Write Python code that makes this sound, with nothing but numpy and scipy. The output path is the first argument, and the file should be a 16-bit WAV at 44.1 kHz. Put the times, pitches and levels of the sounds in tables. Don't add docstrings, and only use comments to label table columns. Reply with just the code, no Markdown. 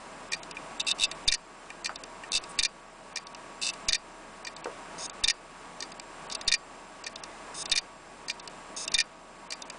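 import sys
import numpy as np
from scipy import signal
from scipy.fft import rfft, irfft, next_fast_len
from scipy.io import wavfile
from scipy.ndimage import uniform_filter1d, minimum_filter1d, map_coordinates

SR = 44100
rng = np.random.default_rng(int(sys.argv[2]) if len(sys.argv) > 2 else 0)


def store_pcm(level_fs):
    pcm = np.round(np.clip(level_fs, -1, 1) * 32767).astype(np.int16)
    wavfile.write(sys.argv[1], SR, np.atleast_2d(pcm).T)


def invert_db(level):
    return 10 ** (np.asarray(level, dtype=float) / 20)


N = 431298


def unit(x):
    return x / np.sqrt(np.mean(x ** 2) + 1e-20)


def wobble(rate):
    knots = rng.standard_normal(int(N * rate / SR) + 4)
    return unit(map_coordinates(knots, [np.arange(N) * rate / SR]))


def filtered(x, response):
    m = next_fast_len(N + 8192)
    return irfft(rfft(x, m) * response(np.fft.rfftfreq(m, 1 / SR)), m)[:N]


def ringing(x, modes):
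    def response(f):
        total = 0
        for k, (centre, width, db) in enumerate(modes):
            damping = 1j * f * width
            total = total + (-1) ** k * invert_db(db) * damping / (centre * centre - f * f + damping)
        return total / np.sqrt(np.mean(np.abs(total) ** 2))
    return filtered(x, response)


def grit(spiky_db):
    x = rng.standard_normal(N) * invert_db(spiky_db * wobble(1500))
    return x / np.sqrt(np.abs(uniform_filter1d(x ** 2, size=120)) + 1e-9)


# time after the slam in seconds, speed change in percent.
SAG = [(-.42, 0), (-.33, -.3), (-.2, .1), (-.14, .5), (-.03, .1), (.3, 0), (.38, -.33), (.5, -.05), (.7, 0)]


def turns():
    t, peaks = np.arange(N) / SR, np.transpose(SLAMS)[0]
    change = sum(np.interp(t - s, *np.transpose(SAG)) for s in peaks)
    return np.cumsum(1 + change / 100) / SR


DUCKS_DB = [5, 5.7, 6.04, 4.8, 4.46, 4.8, 5.5, 6]
DUCK_S, RECOVER_DB_PER_S, EARLIER_SLAM_S = 0.054, 4.5, -.75


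def gain_db():
    t, slams = np.arange(N) / SR, [EARLIER_SLAM_S] + [row[0] for row in SLAMS]
    ducks = []
    for s, db in zip(slams, DUCKS_DB):
        ducks.append(np.interp(t - s, [0, DUCK_S, DUCK_S + db / RECOVER_DB_PER_S], [0, db, 0]))
    return -np.max(ducks, axis=0)


# frequency in Hz, density in dB per Hz.
AIR = [(20, -69.5), (45, -17.5), (135, -15), (160, -8.5), (300, -5), (480, -6.5), (650, -5), (1000, -4),
       (1500, -10), (1900, -12), (2700, -14), (3300, -19), (5000, -21.5), (7000, -23), (10100, -23.5)]
# multiple of the spindle's rate, level in dB below the rush.
ORDER_LEVELS = [(5, -26.5), (6, -55.5), (8, -55), (9, -12), (10, -19), (11, -41.5), (12, -25), (13, -20)]
# frequency in Hz, level in dB below the rush.
WHINES = [(30, -20), (2527, -29), (4990, -39), (5055, -31.5), (5125, -30), (7583, -22), (7876, -51.5)]
# frequency in Hz, width in Hz, level in dB below the rush.
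HUMS = [(173, 48, -17), (283, 7.3, -33), (648, 21, -12.5), (947, 7.3, -13)]
SPINDLE_HZ, RUSH_DB = 125.35, -41.5


def spindle():
    f, level = np.transpose(AIR)
    colour = lambda hz: invert_db(np.interp(np.log(hz + 1), np.log(f), level))
    rush = unit(filtered(rng.standard_normal(N), colour)) * invert_db(.7 * wobble(8))
    shaft = turns()
    lines = [(k * SPINDLE_HZ, db) for k, db in ORDER_LEVELS] + WHINES
    tones = 0
    for hz, db in lines:
        level = invert_db(db + 5.0 + 1.4 * wobble(4.0))
        tones = tones + level * np.sin(2 * np.pi * hz * shaft + 0.36 * wobble(4))
    hums = sum(invert_db(db) * unit(ringing(rng.standard_normal(N), [(hz, w, 0)])) for hz, w, db in HUMS)
    return invert_db(RUSH_DB + gain_db() - 3.5) * (rush + tones + hums)


# start in seconds, level in dB, pitch in Hz, time to fall 60 dB in seconds.
KNOCKS = [
    (1.894, -36.5, 1330, 0.13),
    (1.897, -41, 770, 0.09),
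    (4.657, -32, 488, 0.027),
    (4.657, -45.5, 1450, 0.15),
    (4.66, -38.5, 1000, 0.18),
    (4.669, -37.5, 444, 0.19),
]


def knocks():
    out, t = np.zeros(N + SR), np.arange(SR // 8) / SR
    for s, db, hz, t60 in KNOCKS:
        body = signal.iirpeak(hz, 1.9, SR)
        blow = rng.standard_normal(len(t)) + 25 * (t == 0)
        ring = signal.lfilter(*body, signal.lfilter(*body, blow))
        out[round(s * SR):][:len(t)] += invert_db(db - 60 * t / t60) * unit(ring)
    return out[:N]


RING_HZ, RING_T60_S = 4700, 0.15
RING_LEAD_DB, RING_SLAM_DB = -9, -22


def flexure():
    out, t = np.zeros(N + SR), np.arange(SR // 8) / SR
    ring = np.sin(2 * np.pi * RING_HZ * t) * invert_db(-60 * t / RING_T60_S) * (1 - np.exp(-t / .002))
    hits = [(s - lead, db + RING_LEAD_DB) for s, _, lead, db, _ in LATCHES]
    hits += [(s + REBOUND_S + SETTLE_S, db + RING_SLAM_DB) for s, *_, db in SLAMS]
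    for s, db in hits:
        out[round(s * SR):][:len(t)] += invert_db(db + rng.normal(0, 2)) * ring
    return out[:N] * invert_db(3.1 * wobble(60))


# start and end in seconds, level at start and at end in dB, brightness in dB.
SCRAPES = [
    (2.49, 2.52, -61, -60, 10.5),
    (4.981, 5.064, -45, -36.5, -6.5),
    (7.543, 7.629, -46, -37, -1.5),
    (8.765, 8.852, -37, -40, -5),
]
# frequency in Hz, width in Hz, level in dB.
SLIDER = [(5060, 640, -2), (5550, 170, -3.5), (5940, 150, -3.5), (6580, 430, -0.7)]
SLIDER_TOP = [(8000, 450, 0), (8900, 600, 0), (9550, 400, -1)]
SCRAPE_EDGE_S, SCRAPE_EDGE_DB = 0.003, -93


def scrapes():
    t, force = np.arange(N) / SR, np.zeros((2, N))
    for start, end, start_db, end_db, bright_db in SCRAPES:
        s = [start - SCRAPE_EDGE_S, start, end, end + SCRAPE_EDGE_S]
        levels = [SCRAPE_EDGE_DB, start_db, end_db, SCRAPE_EDGE_DB]
        level = np.interp(t, s, levels, left=-120, right=-120)
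        force += invert_db([level, level + bright_db])
    rasp, shrill = force * grit(spiky_db=2.2)
    slider = ringing(rasp, SLIDER) + ringing(shrill, SLIDER_TOP)
    return slider + invert_db(-9) * ringing(rasp, BEAM) + invert_db(-18) * ringing(rasp, PIVOT)


# first, strongest and last bump in seconds.
RATTLES = [
    (.797, .8035, .813),
    (.869, .905, .914),
    (1.0, 1.0355, 1.051),
    (2.331, 2.3496, 2.3784),
    (3.618, 3.665, 3.697),
]
# strongest, first and last bump in dB, pivot and beam in dB
RATTLE_LEVELS = [
    (-28, -32, -42, -6.5, 8),
    (-31, -34, -27, -2, 6),
    (-23, -34, -32, -4.5, 6.5),
    (-24, -27, -31.5, -7.5, 1.5),
    (-29.5, -33, -32, -6.5, -2.5),
]
BUMP_CASE_DB, BUMP_MS, BUMP_SCATTER_DB, BUMP_JITTER_S = -23, 3.15, 2, .0012


def rattle_bumps():
    rows = []
    for (first, peak, last), levels in zip(RATTLES, RATTLE_LEVELS):
        db, first_db, last_db, pivot_db, beam_db = levels
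        before = np.linspace(first, peak, round((peak - first) * SPINDLE_HZ), endpoint=False)
        after = np.linspace(peak, last, round((last - peak) * SPINDLE_HZ) + 1)
        s = np.r_[before, after]
        jitter, scatter = rng.standard_normal((2, len(s)))
        level = np.interp(s, [first, peak, last], [first_db, db, last_db]) + BUMP_SCATTER_DB * scatter
        for bump_s, bump_db in zip(s + BUMP_JITTER_S * jitter, level):
            rows.append((bump_s, bump_db, BUMP_CASE_DB, pivot_db, beam_db, BUMP_MS))
    return rows


# time in seconds, level in dB, case and pivot in dB relative to it, length in ms.
TICKS = [(0.5698, -46, 17, -18, 1.2), (0.987, -41.5, -7, -4, 6.2), (1.115, -35.5, 1, -6, 4.1),
         (1.7039, -46.5, 12.5, 3, 1.4), (2.237, -52.5, 20.5, 14, 2.2), (2.32, -23.5, -27, -13, 1.1),
         (2.4388, -40.5, -2, 0, 1.9), (3.7372, -39.5, -8, -8.5, 2.4), (5.098, -34.5, -13, -12, 1.3),
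         (6.3, -39, -15, -8, 4.1), (6.3152, -35, -9, -13, 1.6), (6.3237, -28.5, -19, -22, 4.5),
         (6.337, -46, -3.5, -17, 1.9), (6.351, -24, -27, -8, 2.5), (6.413, -34, -4, -9, 2.6),
         (7.6573, -28.5, -7, -14, 2.2), (7.698, -28, -11, -14, 1.6), (8.8795, -25, -9, -5, 1.5),
         (8.9189, -28.5, -10, -13, 1.3)]
# time in seconds, level in dB, how many seconds earlier the lead-in
# tick comes, its level in dB, how many seconds earlier the weak treble starts to drop out.
LATCHES = [
    (0.3335, -26.5, .0125, -27, .043),
    (1.859, -28, 0.012, -29, .005),
    (3.1718, -32.5, 0.012, -27.5, .038),
    (4.4705, -33.5, 0.021, -35.5, .038),
    (5.8254, -33.5, 0.02, -33.5, .005),
    (7.0666, -31.5, 0.0256, -35, .043),
    (8.2991, -29, 0.015, -30, .035),
    (9.5238, -31, 0.017, -32, .05),
]
# time in seconds, step out and step in in dB, middle of the treble
# dropout in seconds after each step.
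STEPS = [
    (0.4329, -33, -36, -.017, 0.021),
    (1.9589, -31, -35.5, .012, 0.0016),
    (3.2696, -37, -37.5, -.014, 0.0014),
    (4.5657, -35, -38.5, -.013, -0.016),
    (5.9198, -34.5, -37, .006, -0.00074),
    (7.1588, -31, -36, -.008, -0.021),
    (8.3978, -32.5, -36.5, .015, .006),
    (9.6218, -31.5, -36, .015, 0.0016),
]
# case, pivot and beam in dB relative to the blow, length in ms.
LEAD, LATCH = (-4, -18, -15.5, 3), (3, -15.5, -3, 3.8)
STEP_OUT, STEP_IN = (-18, -15.5, -2.5, 1.5), (-2, -5, -6.5, 2)
CLEAR, CLEAR_S, CLEAR_DB = (-4.5, -11, -13, 4), .011, -10.5
TICK_BEAM_DB, STEP_GAP_S = -1.5, .0788


def seek_ticks():
    rows = [(s, db, case_db, pivot_db, TICK_BEAM_DB, ms) for s, db, case_db, pivot_db, ms in TICKS]
    for s, db, lead, lead_db, _ in LATCHES:
        rows += [(s - lead, lead_db, *LEAD), (s, db, *LATCH), (s + CLEAR_S, db + CLEAR_DB, *CLEAR)]
    for s, out_db, in_db, *_ in STEPS:
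        rows += [(s, out_db, *STEP_OUT), (s + STEP_GAP_S, in_db, *STEP_IN)]
    return rows


# peak in seconds, strike, beam swing, rebound and settling in dB.
SLAMS = [
    (1.2801, -18.5, -26, -19, -21.5),
    (2.5906, -19, -29.5, -19, -21.5),
    (3.8874, -19, -30.5, -18.5, -22.5),
    (5.2402, -18.5, -34, -17.5, -20.5),
    (6.48, -18.5, -28.5, -18, -20),
    (7.7178, -18.5, -27.5, -18.5, -20.5),
    (8.943, -18.5, -28.5, -19, -20.5),
]
# case, pivot and beam in dB relative to the blow, length in ms.
GRAZE, SCUFF = (-5, 7.5, -11, 1), (3, -16, -8, 2)
STRIKE, SWING, SHUDDER = (-8, -15.5, -9.5, 3.5), (-3, -17, 8.5, 5), (13.5, -3, -4, 2)
REBOUND, SETTLE, REST = (-3, -18, -3, 3), (-1.5, -23, -8.5, 4), (-2, -9.5, -6.5, 3.5)
GRAZE_S, GRAZE_DB, SWING_S, SHUDDER_S, SHUDDER_DB = -0.011, -29, 0.0055, .021, -25.5
REBOUND_S, SCUFF_S, SCUFF_DB = .0443, -0.0062, -10
SETTLE_S, REST_S, REST_DB = 0.0158, .007, -7.5


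def slam_blows():
    rows = []
    for s, db, swing_db, rebound_db, settle_db in SLAMS:
        back = s + REBOUND_S
        rows += [(s + GRAZE_S, db + GRAZE_DB, *GRAZE),
                 (s, db, *STRIKE),
                 (s + SWING_S, swing_db, *SWING),
                 (s + SHUDDER_S, db + SHUDDER_DB, *SHUDDER),
                 (back + SCUFF_S, rebound_db + SCUFF_DB, *SCUFF),
                 (back, rebound_db, *REBOUND),
                 (back + SETTLE_S, settle_db, *SETTLE),
                 (back + SETTLE_S + REST_S, settle_db + REST_DB, *REST)]
    return rows


# frequency in Hz, width in Hz, level in dB.
CASE = [(1833, 59, 1.5), (1974, 204, -8.5), (2410, 59, 4.5), (2960, 500, -16.5), (4650, 25, -10)]
PIVOT = [(2660, 66, 8.6), (2947, 45, 2.5)]
BEAM = [(3639, 87, -1.5), (3827, 150, -7)]
ARM = [(4220, 173, 0), (4553, 120, 3), (4835, 110, 4.5), (5230, 160, -0.5), (5630, 390, -1.5),
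       (6090, 170, -1.5), (6540, 310, -4.5)]
HEAD = [(7560, 450, -0.5), (8750, 180, -10), (9210, 340, -10.5), (10150, 880, -14.5)]
STOP_TOP = [(7770, 140, -2.7), (9190, 650, 0), (10080, 420, -0.5)]


def contacts(rows, top_modes, rise, lead_s, head_db, bright):
    force, t = np.zeros((5, N + SR)), np.arange(-SR // 100, SR // 20) / SR
    fade_db = np.array([[9], [8], [8], [7.5], [10.5]])
    for s, db, case_db, pivot_db, beam_db, ms in rows:
        u = t / (ms / 1000)
        chatter = np.where(u < 0, invert_db(9 * u / rise), invert_db(-fade_db * np.abs(u)))
        levels = [case_db - 0.5, pivot_db + 3, beam_db - 0.5, 1.5, head_db + bright * pivot_db]
        start = round((s - lead_s) * SR) - SR // 100
        force[:, start:][:, :len(t)] += invert_db(db + np.array(levels))[:, None] * chatter
    impacts = force[:, :N] * grit(spiky_db=4.5)
    return sum(ringing(part, modes) for part, modes in zip(impacts, (CASE, PIVOT, BEAM, ARM, top_modes)))


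def scene():
    rise = .36
    slams = contacts(slam_blows(), STOP_TOP, rise, lead_s=0.0015, head_db=-5.0, bright=0.22)
    ticks = contacts(seek_ticks() + rattle_bumps(), HEAD, rise, lead_s=0.00092, head_db=0.5, bright=0.5)
    return (slams + ticks + scrapes() + flexure() + knocks() + spindle())[None]


# start in seconds, offset in dB.
SHOVES = [
    (1.021, -43),
    (1.278, -26.5),
    (2.346, -39.5),
    (2.593, -34.5),
    (3.885, -32),
    (5.237, -33.5),
    (6.478, -32.5),
    (7.722, -35),
    (8.945, -36),
]
ECHO_SHOVE_S, ECHO_SHOVE_DB = 0.027, -13


def shoves():
    out, t = np.zeros(N + SR), np.arange(SR // 4) / SR
    jump = 1 - np.exp(-t / 0.002)
    for s, db in SHOVES + [(s + ECHO_SHOVE_S, db + ECHO_SHOVE_DB) for s, db in SHOVES]:
        out[round(s * SR):][:len(t)] += invert_db(db + 2.5) * jump * np.exp(-t / 0.024)
    return out[:N]


THIN_SLAM, THIN_END, THIN_TICK = (-.028, .095), (0, .034), (-.028, .034)
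LOUD_TICK_DB, THIN_STEP_S, LATCH_AFTER = -39.5, .031, .65


def thinned_spans():
    spans = [np.add(row[0], THIN_SLAM) for row in SLAMS]
    spans += [(s - early, s + LATCH_AFTER * early) for s, *_, early in LATCHES]
    ends = [row[2] for row in RATTLES] + [row[1] for row in SCRAPES[1:]]
    spans += [np.add(s, THIN_END) for s in ends]
    spans += [np.add(row[0], THIN_TICK) for row in TICKS if row[1] > LOUD_TICK_DB]
    middles = [s + m for s, _, _, out_s, in_s in STEPS for m in (out_s, STEP_GAP_S + in_s)]
    return spans + [(m - THIN_STEP_S / 2, m + THIN_STEP_S / 2) for m in middles]


def thin_treble(x, depth_db, floor_db, plenty_db, edge_hz, scatter_db):
    hz, t, z = signal.stft(x, SR, nperseg=384)
    cells = (np.abs(z[:192]) ** 2).reshape(32, 6, -1).sum(axis=1) ** .5
    cell_hz = hz[:192].reshape(32, 6).mean(axis=1)[:, None]
    treble = np.linalg.norm(cells * (cell_hz > edge_hz), axis=0)
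    loudest = -minimum_filter1d(-treble, size=9)
    thinned = sum((t >= a) & (t <= b) for a, b in thinned_spans()) > 0
    need = np.maximum(loudest * invert_db(-depth_db), invert_db(floor_db - np.where(thinned, 0, plenty_db)))
    luck = np.repeat(rng.standard_normal((32, len(t) // 3 + 1)), 3, axis=1)[:, :len(t)]
    spared_db = 30 * np.clip(1.3 - cell_hz / edge_hz, 0, 1)
    z[:192] *= np.repeat(cells > need * invert_db(scatter_db * luck - spared_db), 6, axis=0)
    return signal.istft(z, SR, nperseg=384)[1][:N]


def band_limit(x):
    return signal.sosfilt(signal.butter(12, 11300, fs=SR, output="sos"), x)


def record(dry):
    x = dry[0] / (1 + np.abs(dry[0] / .31) ** 3) ** (1 / 3) + shoves()
    x = thin_treble(x, depth_db=33, floor_db=-61, plenty_db=20, edge_hz=3700, scatter_db=4.5)
    x = filtered(x, lambda hz: 1 / (1 + (hz / 10020) ** 150))
    return band_limit(x[None])


dry = scene()
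out = record(dry)
store_pcm(out)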